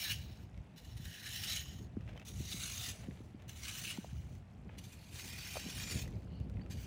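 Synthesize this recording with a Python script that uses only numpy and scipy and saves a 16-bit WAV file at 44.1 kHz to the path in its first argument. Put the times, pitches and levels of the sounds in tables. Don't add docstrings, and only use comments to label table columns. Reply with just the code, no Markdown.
import sys
import numpy as np
from scipy import signal
from scipy.fft import rfft, irfft, next_fast_len
from scipy.io import wavfile
from scipy.ndimage import uniform_filter1d, map_coordinates

SR = 44100
rng = np.random.default_rng(int(sys.argv[2]) if len(sys.argv) > 2 else 0)


def unload_audio(sound):
    columns = np.transpose(np.atleast_2d(sound))
    steps = np.round(np.clip(columns, -1, 1) * 32767)
    wavfile.write(sys.argv[1], SR, steps.astype(np.int16))


N = 302526

# (landing [s], bite [s], lift [s], start of coming to rest [s], light touch [dB],
# bite [dB], end of pull [dB], rattle [dB], fine sand re middle band [dB], coarse stones re middle band [dB])
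RAKE_PULLS = [(-0.3, -0.05, 0.12, 0.44, -60, -47, -44, -63, -5, -2),
              (0.762, 1.065, 1.564, 1.833, -69.5, -59.5, -45, -61, -4.5, -2),
              (2.252, 2.453, 2.89, 3.3, -62.5, -55.5, -47, -67.5, -3.5, -4),
              (3.481, 3.653, 3.911, 4.38, -63, -53, -49.5, -63.5, -4.5, -2),
              (4.775, 5.178, 6.003, 6.24, -68, -55.5, -51, -73, -4.5, -0.5),
              (6.7, 7.0, 7.45, 7.28, -64, -55, -50, -66, -4.5, -1)]
# (centre [Hz], width [Hz], relative level [dB])
TINE_BEND_A = [(1710, 140, -4), (2340, 84, -2), (2910, 160, 3), (3940, 320, 0.5), (5470, 78, 0.5),
               (6520, 79, -1), (9300, 160, -7), (11340, 31, -4), (14100, 67, 2), (15500, 90, 9)]
TINE_BEND_B = [(1860, 50, -1), (2260, 42, -9), (2935, 150, 3.5), (3990, 200, 1), (5450, 50, 1.5),
               (6630, 290, -8), (9450, 45, -6), (10900, 120, -17), (14100, 180, -10), (14900, 79, -1)]
TINE_BEND_C = [(2860, 99, -5), (3640, 110, -1.5), (5630, 46, -7), (5970, 160, -1.5), (6470, 67, 1.5),
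               (6960, 140, -16), (7560, 45, -22), (7700, 48, -5), (9300, 160, -4.5), (10760, 38, -7),
               (15400, 350, -2)]
TINE_BEND_D = [(2510, 28, -5), (2910, 53, 3.5), (4000, 130, -7), (5460, 43, -13), (6140, 73, -5),
               (8000, 36, -14), (8050, 47, -20), (9430, 190, -7.5), (14500, 170, -10), (15600, 240, -2)]
TINE_BEND_E = [(2440, 78, 3), (2630, 61, -19), (4595, 63, -1), (5730, 27, -2), (6080, 54, -1.5),
               (6480, 150, -2.5), (7030, 32, -9), (7600, 97, -2.5), (9330, 580, -6), (12800, 49, -39),
               (14300, 380, -9), (15200, 120, 3.5)]
# (frequency [Hz], relative gain [dB])
GRAVEL_PATCH_A = [(410, -45), (700, -16), (897, -23), (957, -36), (1100, -25), (1740, -12), (2900, -5),
                  (3180, -11), (4020, -10), (8450, -14), (15800, -9)]
GRAVEL_PATCH_B = [(410, -33), (700, -12), (983, -21.5), (1890, -2.5), (2070, -8), (2860, -2), (3970, -4.5),
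                  (4340, -12), (5570, -5), (8450, -17.5), (15800, -18)]
GRAVEL_PATCH_C = [(410, -40), (700, -6.5), (851, -21), (1090, -11), (3720, -3), (6510, -11), (6950, -8),
                  (7610, -5), (8560, -10), (9380, -7), (15800, -14)]
GRAVEL_PATCH_D = [(410, -57), (700, -12), (862, -19.5), (1610, -8.5), (2550, -3.5), (3220, -6.5),
                  (5150, -17), (6100, -8.5), (8340, -14.5), (9260, -16.5), (15800, -19.5)]
GRAVEL_PATCH_E = [(410, -41), (700, -9.5), (1280, -11.5), (1380, -6.5), (2420, -2.5), (2860, -1),
                  (5350, -9), (5790, -30), (6860, -11), (12200, -7.5), (15800, -13.5)]
# (time [s], level [dB], hold [s])
TINE_SNAGS = [(0.105, -45.5, 0.02), (0.772, -63, 0.019), (0.845, -59, 0.0047), (0.965, -59, 0.012),
              (1.05, -52.5, 0.0075), (1.26, -49.5, 0.016), (1.428, -47, 0.022), (1.481, -46, 0.045),
              (2.254, -69, 0.011), (2.274, -59, 0.019), (2.512, -48.5, 0.02), (2.598, -49, 0.061),
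              (3.488, -52.5, 0.008), (3.668, -48, 0.024), (3.778, -50.5, 0.017), (3.89, -53, 0.031),
              (4.78, -54.5, 0.011), (4.836, -60.5, 0.016), (4.917, -63, 0.024), (5.175, -57, 0.037),
              (5.83, -51, 0.0096), (5.895, -50.5, 0.028), (6.706, -56, 0.025)]
# (start [s], end [s], pitch [Hz], width [Hz], level re pull force [dB])
SINGING_TINES = [(0.1, 0.138, 2800, 250, 0), (0.99, 1.302, 1740, 300, -2.5), (1.46, 1.542, 3840, 260, -1.5),
                 (1.547, 1.877, 6620, 200, -0.5), (1.57, 1.814, 3030, 120, 0.5), (2.25, 2.78, 6540, 90, -4),
                 (2.26, 2.495, 5860, 160, -3.5), (2.254, 2.315, 3560, 200, -4),
                 (2.4, 2.65, 3920, 170, -2.5), (2.868, 3.2, 6060, 130, -25), (3.849, 3.927, 2700, 395, 3.5),
                 (4.014, 4.33, 6650, 410, -9), (5.172, 5.5, 4720, 99.4, -22), (5.206, 5.55, 5340, 60, -9.5),
                 (5.45, 6.064, 5485, 50, -6), (5.82, 6.016, 7030, 100, -3)]
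# (time [s], relative level [dB])
BUFFET_LEVELS = [(0.0, -60), (0.05, -65), (0.11, -46), (0.5, -54), (0.61, -47.5), (0.63, -60.5),
                 (1.09, -45.5), (1.13, -61.5), (1.32, -51.5), (2.18, -49), (2.23, -59), (2.39, -43),
                 (2.46, -51.5), (4.05, -56), (4.2, -42), (4.41, -55), (5.56, -53), (5.73, -58), (5.77, -41),
                 (5.86, -53), (5.94, -42), (6.32, -49.5), (6.42, -43.5), (6.86, -45.5)]
# (time [s], relative level [dB])
FLUTTER_LEVELS = [(0.0, -62.5), (0.34, -60), (1.66, -60.5), (1.83, -57), (3.46, -59.5), (5.54, -59.5),
                  (6.0, -48), (6.29, -54), (6.65, -49), (6.86, -53)]
# (frequency [Hz], relative gain [dB])
BUFFET_SPECTRUM = [(20, -48), (35, -19.5), (58, -1.5), (92, 0.5), (125, -3), (170, -12.5), (260, -27),
                   (500, -80)]
# (frequency [Hz], relative gain [dB])
FLUTTER_SPECTRUM = [(80, -30.5), (140, -5), (185, -0.5), (260, -8.5), (400, -16), (650, -22), (1200, -37.5),
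                    (3000, -72)]
# (frequency [Hz], relative gain [dB])
AIR_SPECTRUM = [(100, 7.5), (400, -2.5), (750, 4.5), (1200, -4.5), (2600, -6), (4000, -17), (8000, -21.5),
                (15500, -34)]
# (start [s], end [s], relative level [dB])
SHOE_SHIFTS = [(0.544, 0.73, -80), (1.995, 2.07, -73), (2.076, 2.138, -65.5), (2.153, 2.229, -66.5),
               (2.934, 3.07, -66.5), (3.11, 3.204, -73), (3.39, 3.472, -71), (4.696, 4.777, -71),
               (6.53, 6.688, -77.5)]
# (frequency [Hz], relative gain [dB])
CRUNCH_SPECTRUM = [(400, -10), (1200, 1), (2300, 4), (3300, -1), (4500, -12.5), (6300, -13.5),
                   (9000, -25.5), (15500, -25.5)]
# (time [s], relative peak [dB], pitch [Hz], treble boost of the crack [dB])
STONE_CLICKS = [(0.5434, -58, 1410, -1), (0.5762, -54, 2220, 9), (2.0082, -52, 1240, 3),
                (2.078, -50, 2680, -1), (2.091, -49, 2740, -9), (2.176, -44, 3100, 1),
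                (2.1973, -46, 2570, 11), (2.2156, -52, 2660, 0), (2.225, -53, 2710, 4),
                (3.1092, -49, 2050, -10), (3.1737, -52, 1720, 5), (3.4216, -53, 1750, 10),
                (4.352, -56, 1940, 16), (4.6923, -49, 2480, -10), (6.077, -47, 1990, 13),
                (6.221, -59, 2150, 7), (6.4009, -56, 2780, 13), (6.4974, -55, 1430, 16),
                (6.5701, -51.5, 2090, -10), (6.5948, -52, 1890, -18), (6.614, -51.5, 1980, -9),
                (6.662, -53, 1300, -2)]
# (time [s], relative peak [dB], settled pitch [Hz])
HAND_BUMPS = [(0.996, -37.5, 132), (1.747, -41.5, 134), (1.968, -29.5, 193), (2.403, -38, 197),
              (2.541, -37.5, 161), (3.083, -31, 175), (3.203, -41.5, 209), (3.344, -39.5, 183),
              (3.983, -31, 177.5), (4.125, -35.5, 124), (4.589, -42, 144), (5.661, -37, 178),
              (5.685, -42, 218), (5.943, -36, 152), (6.403, -30.5, 120)]
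# (time [s], peak before band limiting [dB], pitch [Hz])
DULL_KNOCKS = [(1.967, -48, 660), (2.157, -45, 606), (3.975, -41.5, 880), (4.045, -38, 680),
               (4.696, -44, 826), (5.556, -36, 695), (5.568, -32.5, 597), (5.578, -42, 684)]
# (start [s], end [s], centre [Hz], half bandwidth setting [Hz], level [dB])
WHISTLE_BANDS = [(6.22, 6.508, 4380, 560, -75), (6.22, 6.48, 2920, 260, -73)]
# (time [s], mean pitch [Hz], level [dB])
BIRD_CHIRP = [(6.606, 4150, -85), (6.614, 4440, -67), (6.621, 4520, -60), (6.628, 4650, -77),
              (6.655, 4600, -81)]

TOP_HZ = 15830
BITE_S, LIFT_S, STILL_S = 0.085, 0.058, 0.077
RATTLE_DB_PER_S = 31
AIRBORNE_SAND_DB, AIRBORNE_STONES_DB = -1, 0.5
SNAG_ATTACK_S, SNAG_T60 = 0.003, 0.054


def amp(db):
    return 10 ** (np.asarray(db) / 20)


def unit(x):
    return x / np.sqrt(np.mean(x ** 2) + 1e-20)


def shape(points, hz):
    f, db = np.transpose(points)
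    return amp(np.interp(np.log(hz + 1), np.log(f), db))


def curves(rows):
    s, *cols = np.transpose(rows)
    return [np.interp(np.arange(N) / SR, s, c) for c in cols]


def during(start, end, fade=0.0085):
    t = np.arange(N) / SR
    return np.clip(np.minimum(t - start, end - t) / fade + 1, 0, 1)


def wobble(rate):
    knots = rng.standard_normal(int(N * rate / SR) + 4)
    return map_coordinates(knots, [np.arange(N) * rate / SR], order=2)


def colour(x, gain, size=8192):
    cepstrum = irfft(np.log(np.maximum(gain(np.fft.rfftfreq(size, 1 / SR)), 1e-6)))
    cepstrum[1:size // 2] *= 2
    cepstrum[size // 2 + 1:] = 0
    response = irfft(np.exp(rfft(cepstrum)))
    return signal.oaconvolve(x, response)[:len(x)]


def resonance(hz, centre_hz, width_hz):
    return hz * width_hz / np.hypot(centre_hz ** 2 - hz ** 2, hz * width_hz)


def ringing(drive, pitch_hz, width_hz):
    turn = np.exp(2j * np.pi * np.cumsum(pitch_hz) / SR)
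    decay = np.exp(-np.pi * width_hz / SR)
    envelope = signal.lfilter([1], [1, -decay], drive / turn)
    return unit((turn * envelope).real)


def register(x, low_hz, high_hz, order=14):
    size = next_fast_len(len(x) + 2048)
    hz = np.fft.rfftfreq(size, 1 / SR) + 1
    return irfft(rfft(x, size) / (1 + (low_hz / hz) ** order) / (1 + (hz / high_hz) ** order), size)[:len(x)]


def patchy(x, depth_db, size=512):
    z = signal.stft(x, nperseg=size)[2]
    field = uniform_filter1d(rng.standard_normal(z.shape), size=3, axis=0)
    field = uniform_filter1d(field, size=14, axis=1)
    return signal.istft(z * amp(depth_db * unit(field)), nperseg=size)[1][:len(x)]


def contacts(rate, spread_db):
    hit = rng.random(N) < rate / SR
    sign = rng.choice([-1, 1], N)
    return unit(hit * sign * amp(spread_db * np.minimum(rng.standard_normal(N), 2)))


def pebbles(rate, pitch_hz, spread, cycles, size_db, size=256):
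    start = np.flatnonzero(rng.random(N) < rate / SR)
    chance = np.clip(rng.standard_normal((N, 2))[start], -2, 2)
    turns = pitch_hz * np.exp(spread * chance[:, :1]) * np.arange(size) / SR
    rings = np.sin(2 * np.pi * turns) * amp(size_db * chance[:, 1:] - 60 * turns / cycles)
    places = start[:, None] + np.arange(size)
    return unit(np.bincount(places.ravel(), rings.ravel(), N + size)[:N])


def add(track, s, sound):
    part = track[max(round(s * SR), 0):][:len(sound)]
    part += sound[:len(part)]


def pull_force(pull):
    land, bite, lift, still, touch_db, bite_db, pull_db, rattle_db = pull[:8]
    t, snags = np.arange(N) / SR, np.zeros(N)
    press_db, = curves([(bite - BITE_S, touch_db), (bite, bite_db), (lift, pull_db)])
    in_air_s = np.maximum(t - lift, 0)
    grip = np.exp(-(in_air_s / LIFT_S) ** 1.14)
    scrape_db = grip * press_db + (1 - grip) * (rattle_db - RATTLE_DB_PER_S * in_air_s)
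    resting = np.clip((still + STILL_S - t) / STILL_S, 0, 1) ** 2
    age = t[:SR // 4]
    for s, db, held_s in TINE_SNAGS:
        decay = amp(db - 60 * np.maximum(age - held_s, 0) / SNAG_T60)
        add(snags, s, decay * (1 - np.exp(-age / SNAG_ATTACK_S)))
    return np.hypot(amp(scrape_db), snags) * resting * during(land, still + STILL_S, fade=0.0026)


def rake(forces, ring_db=-11, pebble_db=-7, clump_db=1.5, swell_db=3, flex=0.0066, patchy_db=3, uneven_db=1):
    out = np.zeros(N)
    clumps = amp(clump_db * wobble(130) + uneven_db * wobble(28))
    grit = unit((contacts(rate=6000, spread_db=3.5) + 0.62 * rng.standard_normal(N)) * clumps)
    rasp = patchy(grit, patchy_db)
    rolling = pebbles(rate=1100, pitch_hz=4152, spread=0.376, cycles=170, size_db=5.5)
    rolling = amp(pebble_db) * clumps * rolling
    digging, signs = wobble(22), rng.choice([-1, 1], N)
    bends = [TINE_BEND_A, TINE_BEND_B, TINE_BEND_C, TINE_BEND_D, TINE_BEND_E, TINE_BEND_E]
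    grounds = [GRAVEL_PATCH_A, GRAVEL_PATCH_B, GRAVEL_PATCH_C, GRAVEL_PATCH_D, GRAVEL_PATCH_E, GRAVEL_PATCH_E]
    for pull, force, bend, ground in zip(RAKE_PULLS, forces, bends, grounds):
        lift, (sand_db, stones_db) = pull[2], pull[8:]
        on = np.flatnonzero(force)
        airborne = np.clip((on / SR - lift) / LIFT_S, 0, 1)
        steel = rolling[on] + unit(colour(rasp[on], lambda hz: shape(ground, hz)))
        for centre_hz, width_hz, db in bend:
            swell, drift, own = (v[(on + rng.integers(N)) % N] for v in (digging, digging, signs))
            ring = ringing(grit[on] * own, centre_hz * (1 + flex * drift), width_hz)
            steel += amp(db + ring_db + swell_db * swell) * np.sqrt(width_hz / 100) * ring
        bands = [(484, 3340, stones_db + AIRBORNE_STONES_DB * airborne),
                 (3405, 7780, 0),
                 (7900, 15240, sand_db + AIRBORNE_SAND_DB * airborne)]
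        for low_hz, high_hz, share_db in bands:
            out[on] += force[on] * amp(share_db) * unit(register(steel, low_hz, high_hz))
    return out


def settling(level_db=-81):
    return amp(level_db) * pebbles(rate=290, pitch_hz=4140, spread=0.585, cycles=25, size_db=2)


def wind(buffet_db=1, flutter_db=0.5, lump_db=1.4, gust_db=0.83):
    (low_db,), (high_db,) = curves(BUFFET_LEVELS), curves(FLUTTER_LEVELS)
    lumps = lump_db * wobble(24) + gust_db * wobble(7)
    large = rng.standard_normal(N) * amp(lumps)
    small = rng.standard_normal(N) * amp(lumps + 1.94 * wobble(45))
    buffet = unit(colour(large, lambda hz: shape(BUFFET_SPECTRUM, hz)))
    flutter = unit(colour(small, lambda hz: shape(FLUTTER_SPECTRUM, hz)))
    return amp(low_db + buffet_db) * buffet + amp(high_db + flutter_db) * flutter


def open_air(level_db=-68):
    return amp(level_db) * unit(colour(rng.standard_normal(N), lambda hz: shape(AIR_SPECTRUM, hz)))


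def tines(force, flex=0.0058):
    out, taps, drift = np.zeros(N), contacts(rate=720, spread_db=3.5), wobble(25)
    for start, end, pitch_hz, width_hz, db in SINGING_TINES:
        window = during(start, end, fade=0.008)
        on = window > 0
        ring = ringing(taps[on], pitch_hz * (1 + flex * drift[on]), width_hz)
        out[on] += amp(db) * window[on] * register(ring, .8 * pitch_hz, 1.25 * pitch_hz)
    return force * out


def shedding(level_db=-68, fade_db_per_s=35):
    t, falling = np.arange(N) / SR, np.zeros(N)
    for _, _, lift, *_ in RAKE_PULLS:
        falling += (t > lift) * amp(level_db - fade_db_per_s * np.abs(t - lift))
    return falling * pebbles(rate=140, pitch_hz=2800, spread=0.47, cycles=20, size_db=3.5)


def shoes(level_db=1, sole_db=-1, sole_hz=580, sole_width_hz=500):
    weight = sum(amp(db + level_db) * during(start, end) for start, end, db in SHOE_SHIFTS)
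    crush = contacts(rate=1500, spread_db=2.5) * amp(2.5 * wobble(120))
    sole = unit(colour(crush, lambda hz: resonance(hz, sole_hz, sole_width_hz) ** 2))
    grains = unit(colour(crush, lambda hz: shape(CRUNCH_SPECTRUM, hz)))
    return weight * (grains + amp(sole_db) * sole)


def clicks(click_t60=0.014, ring_t60=0.049, ring_db=-11, level_db=1):
    out, t = np.zeros(N), np.arange(SR // 20) / SR
    for s, db, pitch_hz, treble_db in STONE_CLICKS:
        tone = lambda hz: shape(CRUNCH_SPECTRUM, hz) * shape([(3000, 0), (6500, treble_db)], hz)
        crack = colour(rng.standard_normal(len(t)) * amp(-60 * t / click_t60), tone)
        ring = np.sin(2 * np.pi * pitch_hz * t) * amp(ring_db - 60 * t / ring_t60)
        click = crack / np.abs(crack).max() + ring
        add(out, s, amp(db + level_db) * click / np.abs(click).max())
    return out


def bumps(cycles=7.9, rise=1.29, snap=1.6, snap_s=0.0028, level_db=-1.5):
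    out, t = np.zeros(N), np.arange(SR // 10) / SR
    for s, db, pitch_hz in HAND_BUMPS:
        turns = np.cumsum(pitch_hz * (1 + snap * np.exp(-t / snap_s))) / SR
        onset = 1 - np.exp(-(turns / rise) ** 4)
        blow = np.sin(2 * np.pi * turns) * onset * amp(-60 * turns / cycles)
        add(out, s, amp(db + level_db) * blow / np.abs(blow).max())
    return out


def dull_knocks(cycles=8.6, rise=0.6, crack=0.63):
    out, t = np.zeros(N), np.arange(SR // 10) / SR
    for s, db, pitch_hz in DULL_KNOCKS:
        turns = t * pitch_hz
        noise = rng.standard_normal(len(t))
        noise = unit(colour(noise, lambda hz: resonance(hz, pitch_hz, 1.6 * pitch_hz) ** 2))
        onset = 1 - np.exp(-(turns / rise) ** 2)
        knock = (np.sin(2 * np.pi * turns) + crack * noise) * onset * amp(-60 * turns / cycles)
        add(out, s, amp(db) * knock / np.abs(knock).max())
    return register(out, 240, 2260, order=6)


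def whistle():
    out = np.zeros(N)
    for start, end, centre_hz, width_hz, db in WHISTLE_BANDS:
        tone = unit(colour(rng.standard_normal(SR), lambda hz: resonance(hz, centre_hz, 2 * width_hz) ** 4))
        swell = np.hanning(round((end - start) * SR))
        add(out, start, amp(db) * swell * tone[:len(swell)])
    return out


def bird():
    pitch_hz, db = curves(BIRD_CHIRP)
    chirp = np.sin(2 * np.pi * np.cumsum(pitch_hz + 40 * wobble(400)) / SR)
    return amp(db) * chirp * during(BIRD_CHIRP[0][0], BIRD_CHIRP[-1][0])


def scene():
    forces = [pull_force(pull) for pull in RAKE_PULLS]
    gravel = rake(forces) + settling() + tines(sum(forces)) + shedding() + shoes() + clicks()
    dull_blows = bumps() + dull_knocks()
    surroundings = wind() + open_air() + whistle() + bird()
    return (gravel + dull_blows + surroundings)[None]


def record(dry, bass_cut_hz=32):
    size = next_fast_len(N + SR // 4)
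    hz = np.fft.rfftfreq(size, 1 / SR) + 1
    gain = (hz < TOP_HZ) / (1 + (bass_cut_hz / hz) ** 6)
    return irfft(rfft(dry, size) * gain, size)[:, :N]


dry = scene()
out = record(dry)
unload_audio(out)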